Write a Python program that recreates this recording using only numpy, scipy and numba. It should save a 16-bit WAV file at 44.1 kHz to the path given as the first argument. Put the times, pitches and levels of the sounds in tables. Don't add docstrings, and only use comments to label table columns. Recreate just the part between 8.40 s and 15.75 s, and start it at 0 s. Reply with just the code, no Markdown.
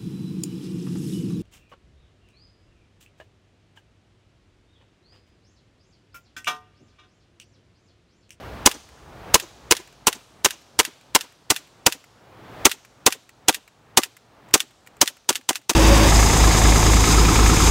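import sys
import numpy as np
from scipy import signal
from scipy.fft import rfft, irfft, next_fast_len
from scipy.io import wavfile
from scipy.ndimage import uniform_filter1d
from numba import njit

SR = 44100
rng = np.random.default_rng(int(sys.argv[2]) if len(sys.argv) > 2 else 0)


def log_audio(samples):
    frames = np.atleast_2d(samples).T
    limited = np.clip(frames, -1, 1)
    pcm = np.round(limited * 32767).astype(np.int16)
    wavfile.write(sys.argv[1], SR, pcm)


N = 324135

# t/s, blast level/dB, pellet delay/ms, pellet level/dB, shutting delay/ms, shutting level/dB
SHOTS = [(0.2614, 13.5, 11.0, 14, 52.3, -1), (0.9436, 11, 10.7, 15, 55, -1),
         (1.3106, 12, 11.1, 20, 56.4, 1.5), (1.6699, 15, 11.3, 15, 58.3, 0.5),
         (2.0477, 13.5, 11.4, 17, 59, 1.5), (2.391, 10.5, 8.6, 21.5, 59.1, 3.5),
         (2.75, 12.5, 9.7, 19.5, 59.3, 2.5), (3.103, 13.5, 8.2, 10, 59.5, 2.5),
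         (3.464, 14, 7.7, 14.5, 59.4, 5), (4.2545, 16, 10.1, 20.5, 60.3, 8),
         (4.6643, 17.5, 8.8, 20.5, 59.7, 9), (5.084, 17.5, 8.65, 23, 61, 9.5),
         (5.5738, 19, 7.4, 17.5, 60.4, 10), (6.141, 19.5, 8.5, 15.5, 62.4, 11),
         (6.6143, 18.5, 10.4, 13.5, 62, 11.5), (6.891, 13.5, 11, 9, 64.4, 8.5),
         (7.0906, 11.5, 10.4, 3, 65.2, 6.5), (7.2954, 10.5, 11.5, 6, 68.0, 3.5)]
# t/s, level/dB
PELLET_PICKUPS = [(0.2917, -6), (0.9778, -11), (1.3501, -5), (2.0861, -13.5), (2.4297, -10.5),
                  (2.7872, -10.5), (3.1426, -14), (3.4945, -7), (4.2951, -3), (4.7045, -3), (5.1262, -4.5),
                  (5.6168, -6), (6.1757, 2.5), (6.6579, -1.5), (6.9272, -2), (7.1292, -6.5), (7.3315, -10)]
# t/s, level/dB
TRIGGER_TICKS = [(.488, -32), (1.474, -26.5), (1.526, -31.5), (2.215, -34), (2.266, -40), (2.61, -32.5),
                 (2.921, -30), (3.272, -32.5), (3.641, -27.5), (4.449, -22), (4.833, -38.5), (4.892, -20.5),
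                 (5.277, -21), (5.767, -19), (6.087, -37), (6.108, -37), (6.308, -28.5), (6.464, -29.5),
                 (6.472, -23), (6.567, -34), (6.768, -24), (6.845, -39), (7.011, -29), (7.215, -30)]

# f/Hz, level/dB
GAS_TONE = [(40, -18), (100, -12), (300, -3.5), (450, -2), (640, -13), (950, 0), (1300, -6.5), (2000, -7),
            (2800, -2.5), (4500, -4.5), (6200, 0.5), (8500, -4.5), (12700, -12.5), (16000, -12)]
STEEL_TONE = [(180, -51.5), (300, -29.5), (1190, -12.5), (1870, -1.5), (2210, -7), (2650, -1), (3080, -2.5),
              (3640, -2.5), (4090, -5), (6000, -6.5), (6740, -6.5), (14700, -14), (16000, -23)]
REAR_STOP_TONE = [(100, -37), (200, -12), (380, 1), (620, -9.5), (950, -1.5), (1500, -4.5), (2470, -13.5),
                  (5000, -19), (8600, -22.5), (16000, -33.5)]
CAN_TONE = [(100, -33.5), (250, -11.5), (480, -1), (650, -11), (1000, -2.5), (1500, -8.5), (3100, -8),
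            (5000, -11.5), (9000, -12.5), (16000, -22)]
TRIGGER_TONE = [(350, -37.5), (600, -16.5), (1880, -5.5), (2680, -8.5), (3340, -17), (6460, -19),
                (7110, -11.5), (10600, -23), (14500, -21), (16000, -24)]
WALL_TONE = [(100, -13), (250, 7), (500, -2), (1000, -7.5), (3000, -11.5), (7000, -5.5), (12000, -16)]
ROAD_TONE = [(15, -51.5), (30, -23.5), (45, -10), (60, -5.5), (80, -8), (112, 1.5), (170, -6), (416, -7),
             (754, -7.5), (1290, -11.5), (2000, -17.5), (3500, -24), (7300, -36), (11000, -40.5),
             (16000, -37.5)]
RUMBLE_TONE = [(15, -50.5), (30, -20.5), (55, 0.5), (80, -4.5), (130, -24.5), (300, -60), (16000, -120)]

# f/Hz, level/dB, fade/s
SLIDE_NOTES = [(1713, -14.5, 0.0056), (2820, -3, 0.017), (3530, -6, 0.031), (4150, -6, 0.0077),
               (7200, -4, 0.0043)]
FRAME_NOTES = [(336, -1, 0.0094), (770, -6, 0.06), (1170, -15.5, .06), (1420, -6.5, 0.043),
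               (2030, -18, 0.091)]
CAN_NOTES = [(482, -7.5, 0.027), (1031, 1.5, 0.024), (1560, -12, 0.038), (2180, -6, 0.028),
             (2900, -2.5, 0.018)]

# t/s, pitch/ratio, ring level/dB
CAN_DENTING = [(0, 1, -6.5), (2.9, 0.98, -9), (3.4, 0.91, -5), (5.6, .88, -14), (7.35, 0.87, -13.5)]
# t/s, yard level/dB, frame boom level/dB
SHOOTER_WALK = [(0, 2, -0.5), (2, -0.75, -8), (3.6, -3.5, -0.5), (5, -7, 1), (6.3, -6, -0.5),
                (7.35, -5.5, 0)]
# f/Hz, fade/s, level/dB
YARD_FADES = [(100, 0.17, -30), (500, .3, -24), (2000, 0.46, -24), (4000, 0.9, -25), (7000, 0.9, -30.5),
              (10000, 1, -35), (15000, 0.42, -28.5)]
# t/s, hum level/dB, rumble level over the hum/dB
TRAFFIC_LEVELS = [(0, -38.5, -3.5), (1.3, -36, -8), (3.199, -40.5, -19.5), (4.199, -38.5, -19),
                  (6.6, -38, -21), (7.35, -46, -21)]

CRACK_ECHO_S, CRACK_ECHO_DB = .0031, -0.15
STOP_SHARE, STOP_DB = .25, -8.5
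GROUND_ECHO_S = .0032
SHOVE_DB, PAUSE_BOOST_DB_PER_S, COOLING_DB_PER_SHOT = -37.5, 22.5, 1.6
WALL_DELAY_S, WALL_RISE_S, WALL_FADE_S, WALL_DB = .075, 0.0064, 0.049, -35
TOP_HZ = 16000


def gas_blasts():
    shots = shot_steps()["blast"]
    hiss = np.zeros(N)
    t = np.arange(-SR // 140, 0) / SR
    for s, db in shots:
        swell = amp(db - 26.0 + 3200 * t)
        hiss[round(s * SR) - len(t):][:len(t)] = swell * rng.standard_normal(len(t))
    rush = bursts(shots - (.002, 6), GAS_TONE, click=0, rise=0.0017, fade=0.059,
                  tail_db=-38.0, tail_fade=.05)
    pause = np.diff(shots[:, 0], prepend=-.5)
    cooling_db = COOLING_DB_PER_SHOT * np.arange(len(shots))
    shove_db = shots[:, 1] + SHOVE_DB + PAUSE_BOOST_DB_PER_S * pause - cooling_db
    shove = place_hits(np.c_[shots[:, 0] - .001, shove_db], lambda s, t: air_push(t, width=0.0027))
    with_echo = np.r_[shots, shots + (CRACK_ECHO_S, CRACK_ECHO_DB)]
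    cracks = bursts(with_echo, GAS_TONE, click=5.52, rise=0.00066, fade=0.021,
                    tail_db=-13.5, tail_fade=0.081)
    return shape_tone(hiss, STEEL_TONE) + rush + shove + cracks


def can_hits():
    times, pitch, ring_db = np.transpose(CAN_DENTING)

    def dented_ring(s, t):
        return amp(np.interp(s, times, ring_db)) * ringing(CAN_NOTES, t, np.interp(s, times, pitch))

    hits = shot_steps()["pellet"]
    ring = place_hits(hits, dented_ring)
    rattle = bursts(hits, CAN_TONE, click=6.3, rise=0.0003, fade=0.027, tail_db=-19.5, tail_fade=0.067)
    return ring + amp(-4) * rattle


def slide_clacks():
    steps = shot_steps()
    with_echo = np.r_[steps["stop"], steps["stop"] + (GROUND_ECHO_S, -4)]
    thump = bursts(with_echo, REAR_STOP_TONE, click=0.95, rise=0.0001, fade=0.038,
                   tail_db=-19.0, tail_fade=.06)
    pickup = bursts(PELLET_PICKUPS, STEEL_TONE, click=.6, rise=0.0006, fade=.03,
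                    tail_db=-15.0, tail_fade=0.12)
    scrapes = np.r_[steps["shut"] + (-.007, -17), steps["shut"] + (.022, -30)]
    scrape = bursts(scrapes, STEEL_TONE, click=.6, rise=0.00064, fade=0.018,
                    tail_db=-12.5, tail_fade=.06, grit_db=1.0)
    slam = bursts(steps["shut"], STEEL_TONE, click=2.9, rise=0.00014, fade=.02,
                  tail_db=1.5, tail_fade=0.063, grit_db=2.0)
    ring = cut_bass(place_hits(steps["shut"], lambda s, t: ringing(SLIDE_NOTES, t)), hz=1100)
    return amp(-11.0) * thump + amp(-2.0) * pickup + scrape + amp(-10.5) * slam + amp(-8.0) * ring


def frame_boom():
    def thump(s, t):
        return amp(-3.5) * ringing(FRAME_NOTES, t) - amp(2.0) * air_push(t, width=0.00037)

    steps = shot_steps()
    with_echo = np.r_[steps["stop"], steps["stop"] + (GROUND_ECHO_S, -3.5)]
    thumps = place_hits(with_echo, thump)
    kicks = place_hits(steps["blast"] + (.002, -11.5), lambda s, t: ringing(FRAME_NOTES, t))
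    _, boom_gain = gains_over_time(SHOOTER_WALK)
    return boom_gain * cut_bass(thumps + kicks, hz=183)


def trigger_ticks():
    return amp(3.5) * bursts(TRIGGER_TICKS, TRIGGER_TONE, click=1.5, rise=0.0004, fade=.03,
                             tail_db=-16.5, tail_fade=.05)


def yard_scatter(sound):
    hz, times, spectrum = signal.stft(sound, SR, nperseg=256)
    energy = uniform_filter1d(np.abs(spectrum) ** 2, size=7, axis=0)
    band_hz, fade, level_db = np.transpose(YARD_FADES)
    kept = amp(-120 * times[1] / read_curve(np.c_[band_hz, fade], hz))
    lingering = np.array([signal.lfilter([0, 0, 1 - k], [1, -k], band) for k, band in zip(kept, energy)])
    band_gain = amp(read_curve(np.c_[band_hz, level_db], hz))[:, None]
    noise = signal.stft(rng.standard_normal(N), SR, nperseg=256)[2]
    noise *= np.sqrt(np.abs(lingering) / np.mean(np.abs(noise) ** 2)) * band_gain
    return signal.istft(noise, SR, nperseg=256)[1][:N]


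def wall_echo(sound):
    echo, step = np.zeros(N + SR), SR // 5
    t = np.arange(SR // 12) / SR
    outline = (1 - np.exp(-t / WALL_RISE_S)) * amp(-60 * t / WALL_FADE_S)
    for start in range(0, N, step):
        smear = outline * rng.standard_normal(len(t))
        smeared = signal.fftconvolve(sound[start:start + step], smear / np.linalg.norm(smear))
        echo[start:][:len(smeared)] += smeared
    delayed = np.pad(echo, (round(WALL_DELAY_S * SR), 0))[:N]
    return amp(WALL_DB) * shape_tone(delayed, WALL_TONE)


def far_traffic():
    spectrum = signal.stft(rng.standard_normal(N + SR), nperseg=512)[2]
    patches = uniform_filter1d(rng.standard_normal(spectrum.shape), 5, axis=0)
    patches = uniform_filter1d(patches, 12, axis=1)
    spectrum *= amp(0.39 * patches / patches.std())
    hum = shape_tone(signal.istft(spectrum, nperseg=512)[1], ROAD_TONE)
    rumble = shape_tone(rng.standard_normal(N), RUMBLE_TONE)
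    gain, rumble_gain = gains_over_time(TRAFFIC_LEVELS)
    return gain * (hum / hum.std() + rumble_gain * rumble / rumble.std())


def shot_steps():
    s, blast_db, pellet_ms, pellet_db, shut_ms, shut_db = np.transpose(SHOTS)
    return dict(blast=np.c_[s, blast_db],
                pellet=np.c_[s + pellet_ms / 1000, pellet_db],
                stop=np.c_[s + STOP_SHARE * shut_ms / 1000, blast_db + STOP_DB],
                shut=np.c_[s + shut_ms / 1000, shut_db])


def bursts(rows, tone, click, rise, fade, tail_db, tail_fade, grit_db=5.5):
    out, t = np.zeros(N + SR), np.arange(SR // 8) / SR
    outline = (1 - np.exp(-t / rise)) * (amp(-60 * t / fade) + amp(tail_db - 60 * t / tail_fade))
    for s, db in rows:
        flicker = np.repeat(rng.standard_normal(len(t) // 12 + 1), 12)[:len(t)]
        puff = outline * amp(grit_db * flicker - grit_db) * rng.standard_normal(len(t))
        puff[0] = -click
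        out[round(s * SR):][:len(t)] += amp(db) * puff
    return shape_tone(out[:N], tone)


def place_hits(rows, hit):
    out, t = np.zeros(N + SR), np.arange(SR // 16) / SR
    for s, db in rows:
        out[round(s * SR):][:len(t)] += amp(db) * hit(s, t)
    return out[:N]


def ringing(notes, t, pitch=1):
    return -sum(amp(db + rng.normal(0, 1.9) - 60 * t / fade) * np.sin(2 * np.pi * pitch * hz * t)
                for hz, db, fade in notes)


def air_push(t, width):
    return np.e * t / width * np.exp(-t / width) * (1 - t / (2 * width))


def cut_bass(sound, hz):
    return signal.sosfilt(signal.butter(3, hz, "high", fs=SR, output="sos"), sound)


def shape_tone(sound, tone, size=4096):
    gains = amp(read_curve(tone, np.fft.rfftfreq(size, 1 / SR)))
    cepstrum = irfft(np.log(gains + 1e-6), size)
    cepstrum[1:size // 2] *= 2
    cepstrum[size // 2 + 1:] = 0
    response = irfft(np.exp(rfft(cepstrum)), size)
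    return signal.fftconvolve(sound, response / np.linalg.norm(response))[:N]


def read_curve(points, hz):
    point_hz, values = np.transpose(points)
    return np.interp(np.log(hz + 1), np.log(point_hz + 1), values)


def gains_over_time(table):
    times, *levels = np.transpose(table)
    return [amp(np.interp(np.arange(N) / SR, times, db)) for db in levels]


def amp(db):
    return 10 ** (np.asarray(db) / 20)


def scene():
    near = gas_blasts() + frame_boom() + slide_clacks() + can_hits() + trigger_ticks()
    yard_gain, _ = gains_over_time(SHOOTER_WALK)
    into_yard = near * yard_gain
    return (near + yard_scatter(into_yard) + wall_echo(into_yard) + far_traffic())[None]


@njit
def auto_volume(level_db, limit_db, attack, hold_samples, recover_db):
    gains_db, gain_db, quiet_samples = np.zeros(len(level_db)), 0.0, 0
    for i in range(len(level_db)):
        excess_db = level_db[i] + gain_db - limit_db
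        quiet_samples = 0 if excess_db > 0 else quiet_samples + 1
        if excess_db > 0:
            gain_db -= attack * excess_db
        elif quiet_samples > hold_samples:
            gain_db = min(gain_db + recover_db, 0.0)
        gains_db[i] = gain_db
    return gains_db


def record(dry):
    level_db = 10 * np.log10(np.abs(uniform_filter1d(dry[0] ** 2, 45)) + 1e-12)
    gain_db = auto_volume(level_db, limit_db=-8.5, attack=1 / (0.0034 * SR),
                          hold_samples=.19 * SR, recover_db=35 / SR)
    flattened = np.clip(dry * amp(gain_db), -1.02, 1.02)
    size = next_fast_len(N + 8192)
    edge = np.clip((TOP_HZ - np.fft.rfftfreq(size, 1 / SR)) / 300, 0, 1)
    treble_cut = np.sin(edge * np.pi / 2) ** 2
    return irfft(rfft(flattened, size) * treble_cut, size)[:, :N]


dry = scene()
out = record(dry)
log_audio(out)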